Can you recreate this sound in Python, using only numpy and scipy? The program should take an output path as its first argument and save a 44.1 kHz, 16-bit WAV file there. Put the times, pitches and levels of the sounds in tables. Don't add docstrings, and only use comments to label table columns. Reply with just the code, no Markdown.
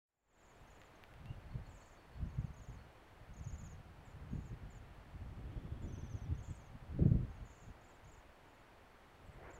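import sys
import numpy as np
from scipy import signal
from scipy.fft import rfft, irfft, next_fast_len
from scipy.io import wavfile
from scipy.ndimage import uniform_filter1d, map_coordinates

SR = 44100
rng = np.random.default_rng(int(sys.argv[2]) if len(sys.argv) > 2 else 0)


def transcribe(u):
    v = np.clip(np.atleast_2d(u).T, -1, 1)
    q = np.round(v * 32767).astype(np.int16)
    wavfile.write(sys.argv[1], SR, q)


N = 422919
TIME = np.arange(N) / SR

# frequency in Hz, relative density in dB.
EDDY_SPECTRUM = [(100, -35), (190, -4.5), (250, 1), (320, -2), (420, -7), (600, -15.5), (850, -32.5),
                 (1500, -69.5), (2500, -120)]


def amp(db):
    return 10 ** (np.asarray(db) / 20)


def curve(rows):
    return np.interp(TIME, *np.transpose(rows))


def wobble(rate):
    return map_coordinates(rng.standard_normal(int(N * rate / SR) + 4), [TIME * rate])


def filtered(x, response):
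    size = next_fast_len(N + SR // 2)
    return irfft(rfft(x, size) * response(np.fft.rfftfreq(size, 1 / SR)), size)[:N]


def noise(spectrum):
    knots_hz, db = np.transpose(spectrum)
    x = filtered(rng.standard_normal(N), lambda hz: amp(np.interp(np.log(hz + 1), np.log(knots_hz), db)))
    return x / np.sqrt(np.mean(x ** 2))


def steadied(x, span):
    return x / np.sqrt(np.abs(uniform_filter1d(x ** 2, int(span * SR))) + 1e-9)


def add(track, start, sound):
    part = track[round(start * SR):][:len(sound)]
    part += sound[:len(part)]


def background(traffic_db=-63.5, hiss_db=-83, whine_hz=4377, whine_db=-93):
    # frequency in Hz, relative density in dB.
    traffic_spectrum = [(50, 8), (130, -2), (750, 1), (1200, -3), (1800, -5.5), (3000, -12.5),
                        (4000, -18.5), (5000, -23), (6500, -40), (11000, -86.5)]
    hiss_spectrum = [(1500, -36), (4000, -12.5), (5500, 4.5), (8000, 2), (11000, -0.5), (15500, -3)]
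    traffic = amp(traffic_db + .25 * wobble(5.2)) * noise(traffic_spectrum)
    whine = np.sqrt(2) * np.sin(2 * np.pi * np.cumsum(whine_hz + 8 * wobble(20)) / SR)
    return traffic + amp(hiss_db) * noise(hiss_spectrum) + amp(whine_db) * whine


def gusts(breeze_buffet_db=-74.5, breeze_eddy_db=-78.5):
    # peak time in seconds, buffet and turbulence in relative dB, rise and fall in seconds.
    gust_peaks = [(.62, -65.5, -85, 0.11, 0.21), (1.29, -48.5, -82, 0.086, .12),
                  (1.55, -48.5, -68, 0.069, 0.15), (2.241, -40.5, -74, 0.048, 0.043),
                  (2.4, -42.5, -68, 0.045, .06), (2.74, -52, -70, 0.27, 0.09),
                  (3.49, -47.5, -79, 0.15, 0.28), (4.34, -45.5, -61.5, 0.14, 0.33),
                  (5.21, -47.5, -74, .06, 0.13), (5.53, -46.5, -59.5, 0.17, 0.6),
                  (5.9, -47.5, -57.5, 0.45, 0.17), (6.14, -46, -63, 0.12, .1), (6.32, -38, -63, 0.045, .05),
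                  (6.51, -44, -77, 0.044, 0.028), (6.72, -56, -73, .1, .15),
                  (7.04, -28.5, -42.5, 0.054, 0.066), (7.16, -30.5, -47.5, .04, 0.063),
                  (7.42, -48.5, -66.5, 0.036, 0.057), (7.69, -53, -82, 0.053, .05),
                  (8.04, -61, -86, 0.024, .2), (9.28, -59, -80, 0.072, .5)]
    buffet_power, eddy_power = amp(breeze_buffet_db) ** 2, amp(breeze_eddy_db) ** 2
    for peak, buffet_db, eddy_db, rise, fall in gust_peaks:
        swell = np.exp(-np.maximum((peak - TIME) / rise, (TIME - peak) / fall))
        buffet_power += (amp(buffet_db) * swell) ** 2
        eddy_power += (amp(eddy_db) * swell) ** 2
    return 10 * np.log10(buffet_power), 10 * np.log10(eddy_power)


def wind(lump_db=3.5, rumble_hz=75, rumble_knee_db=-54):
    # frequency in Hz, relative density in dB.
    buffet_spectrum = [(10, -19.5), (25, -3.5), (50, 4), (90, 2), (140, -2), (200, -11), (280, -20),
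                       (420, -39), (1500, -120)]
    buffet_db, eddy_db = gusts()
    lumps = amp(lump_db * wobble(45))
    buffet = steadied(lumps * noise(buffet_spectrum), span=.13)
    eddies = steadied(lumps * noise(EDDY_SPECTRUM), span=.17)
    rumble = filtered(buffet, lambda hz: 1 / (1 + (hz / rumble_hz) ** 4))
    rumble_gain = amp(-.43 * np.maximum(buffet_db - rumble_knee_db, 0))
    buffet = buffet - rumble + rumble_gain * rumble
    return amp(buffet_db + 1) * buffet + amp(eddy_db - 1) * eddies


def puffs(width_cycles=.61, wake_db=9, wake_lead_s=.005, wake_rise_s=.0013, wake_decay_s=.014):
    # centre time in seconds, envelope peak in dB, centre frequency in Hz.
    strong_eddies = [(1.558, -33, 112), (2.235, -30, 79), (2.39, -30, 108), (2.447, -31.5, 126),
                     (3.472, -35, 104), (4.335, -31.5, 190), (4.358, -34, 130), (6.326, -31.5, 95),
                     (6.995, -31, 330), (7.026, -20, 124), (7.06, -18, 140), (7.119, -19, 120)]
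    pressure, wake = np.zeros((2, N))
    t = np.arange(-SR // 20, SR // 20) / SR
    age = np.maximum(t + wake_lead_s, 0)
    for centre, db, hz in strong_eddies:
        phase = 2 * np.pi * (hz * t + rng.random())
        add(pressure, centre + t[0], amp(db) * np.exp(-(hz * t / width_cycles) ** 2) * np.sin(phase))
        add(wake, centre + t[0], np.minimum(age / wake_rise_s, 1) * np.exp(-age / wake_decay_s))
    _, eddy_db = gusts()
    return pressure + amp(eddy_db + wake_db) * wake * noise(EDDY_SPECTRUM)


def glide(length, first_hz, last_hz):
    count = int(length * SR)
    waver = map_coordinates(rng.standard_normal(12), [np.linspace(0, 11, count)])
    hz = np.linspace(first_hz, last_hz, count) + 30 * waver
    return np.sqrt(2) * signal.windows.tukey(count, .6) * np.sin(2 * np.pi * np.cumsum(hz) / SR)


def far_pips(slur_hz=100):
    # start in seconds, starting pitch in Hz, relative level in dB.
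    pips = [(1.5, 4290, -79), (1.65, 4300, -75), (1.81, 4350, -73.5), (1.965, 4410, -77),
            (2.128, 4350, -77), (2.295, 4360, -80), (2.455, 4400, -81), (2.777, 4290, -77)]
    out = np.zeros(N)
    add(out, start=1.243, sound=amp(-69.5) * glide(length=.086, first_hz=2686, last_hz=2907))
    for start, hz, db in pips:
        add(out, start, amp(db) * glide(length=.03, first_hz=hz, last_hz=hz + slur_hz))
    return out


def far_chirps(spacing_s=.0612, pitch_spread=.03):
    # time in seconds, relative level in dB.
    run_levels = [(5.45, -76), (5.57, -75), (5.7, -76), (5.95, -73.5), (6.2, -75.5), (6.55, -76)]
    times, levels = np.transpose(run_levels)
    out = np.zeros(N)
    for start in np.arange(times[0], times[-1], spacing_s):
        pitch = 1 + pitch_spread * rng.standard_normal()
        chirp = glide(length=.0286, first_hz=2980 * pitch, last_hz=3680 * pitch)
        add(out, start, amp(np.interp(start, times, levels)) * chirp)
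    return out


def twigs(ring_hz=2500, t60=.0014, crack=.09):
    # start in seconds, envelope peak in dB.
    ticks = [(0.817, -40), (0.836, -47), (1.0384, -36), (1.1393, -45), (1.258, -42.5)]
    out, t = np.zeros(N), np.arange(SR // 100) / SR
    for start, db in ticks:
        wood = np.sin(2 * np.pi * ring_hz * t) + crack * rng.standard_normal(len(t))
        add(out, start, amp(db - 60 * t / t60) * wood)
    return out


def wings():
    # time in seconds, level in dB.
    swell = [(9.2, -76), (9.34, -68.5), (9.41, -61), (9.47, -56.5), (9.54, -60), (9.59, -62.5)]
    # frequency in Hz, relative density in dB.
    feather_spectrum = [(100, -37), (350, 7), (800, 2), (1400, -2), (2200, -4.5), (3200, -27), (6000, -42),
                        (12000, -46)]
    return amp(curve(swell) + .68 * wobble(40)) * noise(feather_spectrum) * (TIME > swell[0][0])


def branches(x, t60=.22, first_echo_s=.0037, trunk_echo_s=.026):
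    t = np.arange(SR // 2) / SR
    tail = rng.standard_normal(len(t)) ** 3 * amp(-60 * t / t60) * (t > first_echo_s)
    tail /= np.linalg.norm(tail)
    tail[int(trunk_echo_s * SR)] += amp(-6)
    return signal.fftconvolve(x, tail / np.linalg.norm(tail))[:N]


def trill_note(length, top_hz, knee_hz, rise_s=.005, drop_s=.0074, rise_hz=900, drop_hz=950):
    t = np.arange(int((length + drop_s / 2) * SR)) / SR
    opening = np.clip(1 - t / rise_s, 0, 1)
    closing = np.clip((t - length + drop_s) / drop_s, 0, None)
    slide = np.clip((t - rise_s) / max(length - rise_s - drop_s, .002), 0, 1) ** .8
    waver = map_coordinates(rng.standard_normal(40), [t * 300])
    hz = top_hz + (knee_hz - top_hz) * slide - rise_hz * opening ** 2 - drop_hz * closing ** 2
    phase = 2 * np.pi * np.cumsum(hz + 40 * waver) / SR
    swell = (1 - opening ** 4) * amp(-6.5 * closing ** 2 - .78 * slide + 1.4 * waver)
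    return np.sqrt(2) * swell * (np.sin(phase) + amp(-23.5) * np.sin(2 * phase))


def trill(span, length, top_hz, knee_hz, climb_hz, warm_up_notes=.55, spread_hz=55, spread_db=1.3):
    k = np.arange(round(abs(span) / .052) + 1)
    off_pitch, off_level = rng.standard_normal((2, len(k)))
    flat_hz = climb_hz * np.exp(-k / warm_up_notes)
    sink_hz = 18 * k
    pace = 1 - 2.6e-4 * flat_hz
    beats = np.cumsum(pace) - pace
    delays = span * beats / max(beats[-1], .5)
    tops = top_hz - flat_hz - sink_hz + spread_hz * off_pitch
    is_last = (k > 0) & (k == k[-1])
    db = spread_db * off_level - .06 * k - 2.5 * is_last
    return list(zip(delays, length * pace, tops, knee_hz - sink_hz, db))


def waxwings(gain_db=.6, pip_lead_s=.028, pip_length_s=.014, pip_below_hz=455, pip_slide_hz=180):
    # first and last note's start in seconds, note length in seconds, top and knee pitch in Hz,
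    # opening climb in Hz, relative level in dB, scattered share in dB, 1 for an opening pip.
    trills = [(0.078, .479, .039, 7620, 6750, -2.5, -73, -8, 0),
              (0.494, .601, 0.035, 7780, 6740, 0, -82, -10, 0),
              (0.7, .845, 0.029, 7480, 6670, 350, -77, -10, 1),
              (.952, .952, .015, 6600, 6440, 0, -76, -11, 0),
              (1.692, 1.857, .032, 8100, 7100, 348.5, -77.5, -6, 1),
              (1.75, 1.911, 0.036, 7500, 6380, 0, -75, -5, 1),
              (2.285, 2.445, 0.031, 7150, 6430, 349, -80.5, -12, 1),
              (2.564, 2.723, 0.044, 7270, 6340, 300, -75.5, -12, 1),
              (3.365, 3.419, 0.04, 7330, 6360, 300, -72.5, -13, 1),
              (3.47, 3.694, .04, 7320, 6500, 281, -67.5, -9.5, 1),
              (4.051, 4.09, 0.029, 7780, 6900, 2, -78, -5, 0),
              (4.301, 4.452, .04, 7300, 6500, 550, -82, -4, 0),
              (4.452, 4.462, 0.045, 7570, 6480, 0, -79, -9, 0),
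              (4.702, 4.748, 0.038, 7500, 6750, 200, -74, -14, 0),
              (5.82, 5.82, 0.041, 7400, 6740, 0, -78, -6, 0),
              (5.875, 6.209, 0.046, 6600, 5880, 650, -73.5, -11, 0),
              (6.376, 6.64, 0.039, 7140, 6330, 499, -76, -9, 1),
              (6.427, 6.424, 0.04, 7550, 6670, -3, -74, -2, 0),
              (6.5, 6.549, .032, 8570, 7000, 555, -72, -11, 1),
              (7.068, 7.068, .03, 7000, 6450, 0, -87, -12, 0),
              (7.297, 7.401, .038, 7000, 6260, 500, -86, -9, 0),
              (7.452, 7.653, 0.036, 7520, 6500, 448.5, -74.5, -2.5, 0),
              (7.838, 7.937, .034, 7870, 6850, 450, -77.5, -9, 1),
              (8.071, 8.166, 0.037, 7700, 6730, 400, -74, -10, 1),
              (8.482, 8.588, 0.034, 7470, 6700, 254, -87, -9, 1),
              (9.26, 9.32, 0.03, 8300, 7650, 352, -84, -9, 0),
              (9.532, 9.535, 0.039, 7600, 6800, 0, -71, -13, 1)]
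    direct, indirect = np.zeros((2, N))
    for start, last, length, top_hz, knee_hz, climb_hz, level_db, scatter_db, has_pip in trills:
        notes = trill(last - start, length, top_hz, knee_hz, climb_hz)
        if has_pip:
            pip_hz = top_hz - climb_hz - pip_below_hz
            notes.append((-pip_lead_s, pip_length_s, pip_hz, pip_hz - pip_slide_hz, -.5))
        share = amp(scatter_db)
        for delay, *shape, db in notes:
            note = amp(level_db + db + gain_db) * trill_note(*shape)
            add(direct, start + delay, np.sqrt(1 - share ** 2) * note)
            add(indirect, start + delay, share * note)
    return direct, indirect


def scene(tick_scatter_db=-16, far_direct_db=-4, far_scatter_db=-3):
    direct, indirect = waxwings()
    ticks = twigs()
    far_birds = far_pips() + far_chirps()
    scatter = branches(indirect + amp(tick_scatter_db) * ticks + amp(far_scatter_db) * far_birds)
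    calls = direct + amp(far_direct_db) * far_birds
    return (calls + ticks + scatter + wings() + wind() + puffs() + background())[None]


def record(dry):
    # time in seconds, gain in dB.
    fade_in = [(0, -62), (.1, -33.5), (.21, -25), (.33, -11.5), (.4, -4.5), (.5, -1), (.62, 1)]
    return filtered(amp(curve(fade_in)) * dry[0], lambda hz: hz < 15800)[None]


dry = scene()
out = record(dry)
transcribe(out)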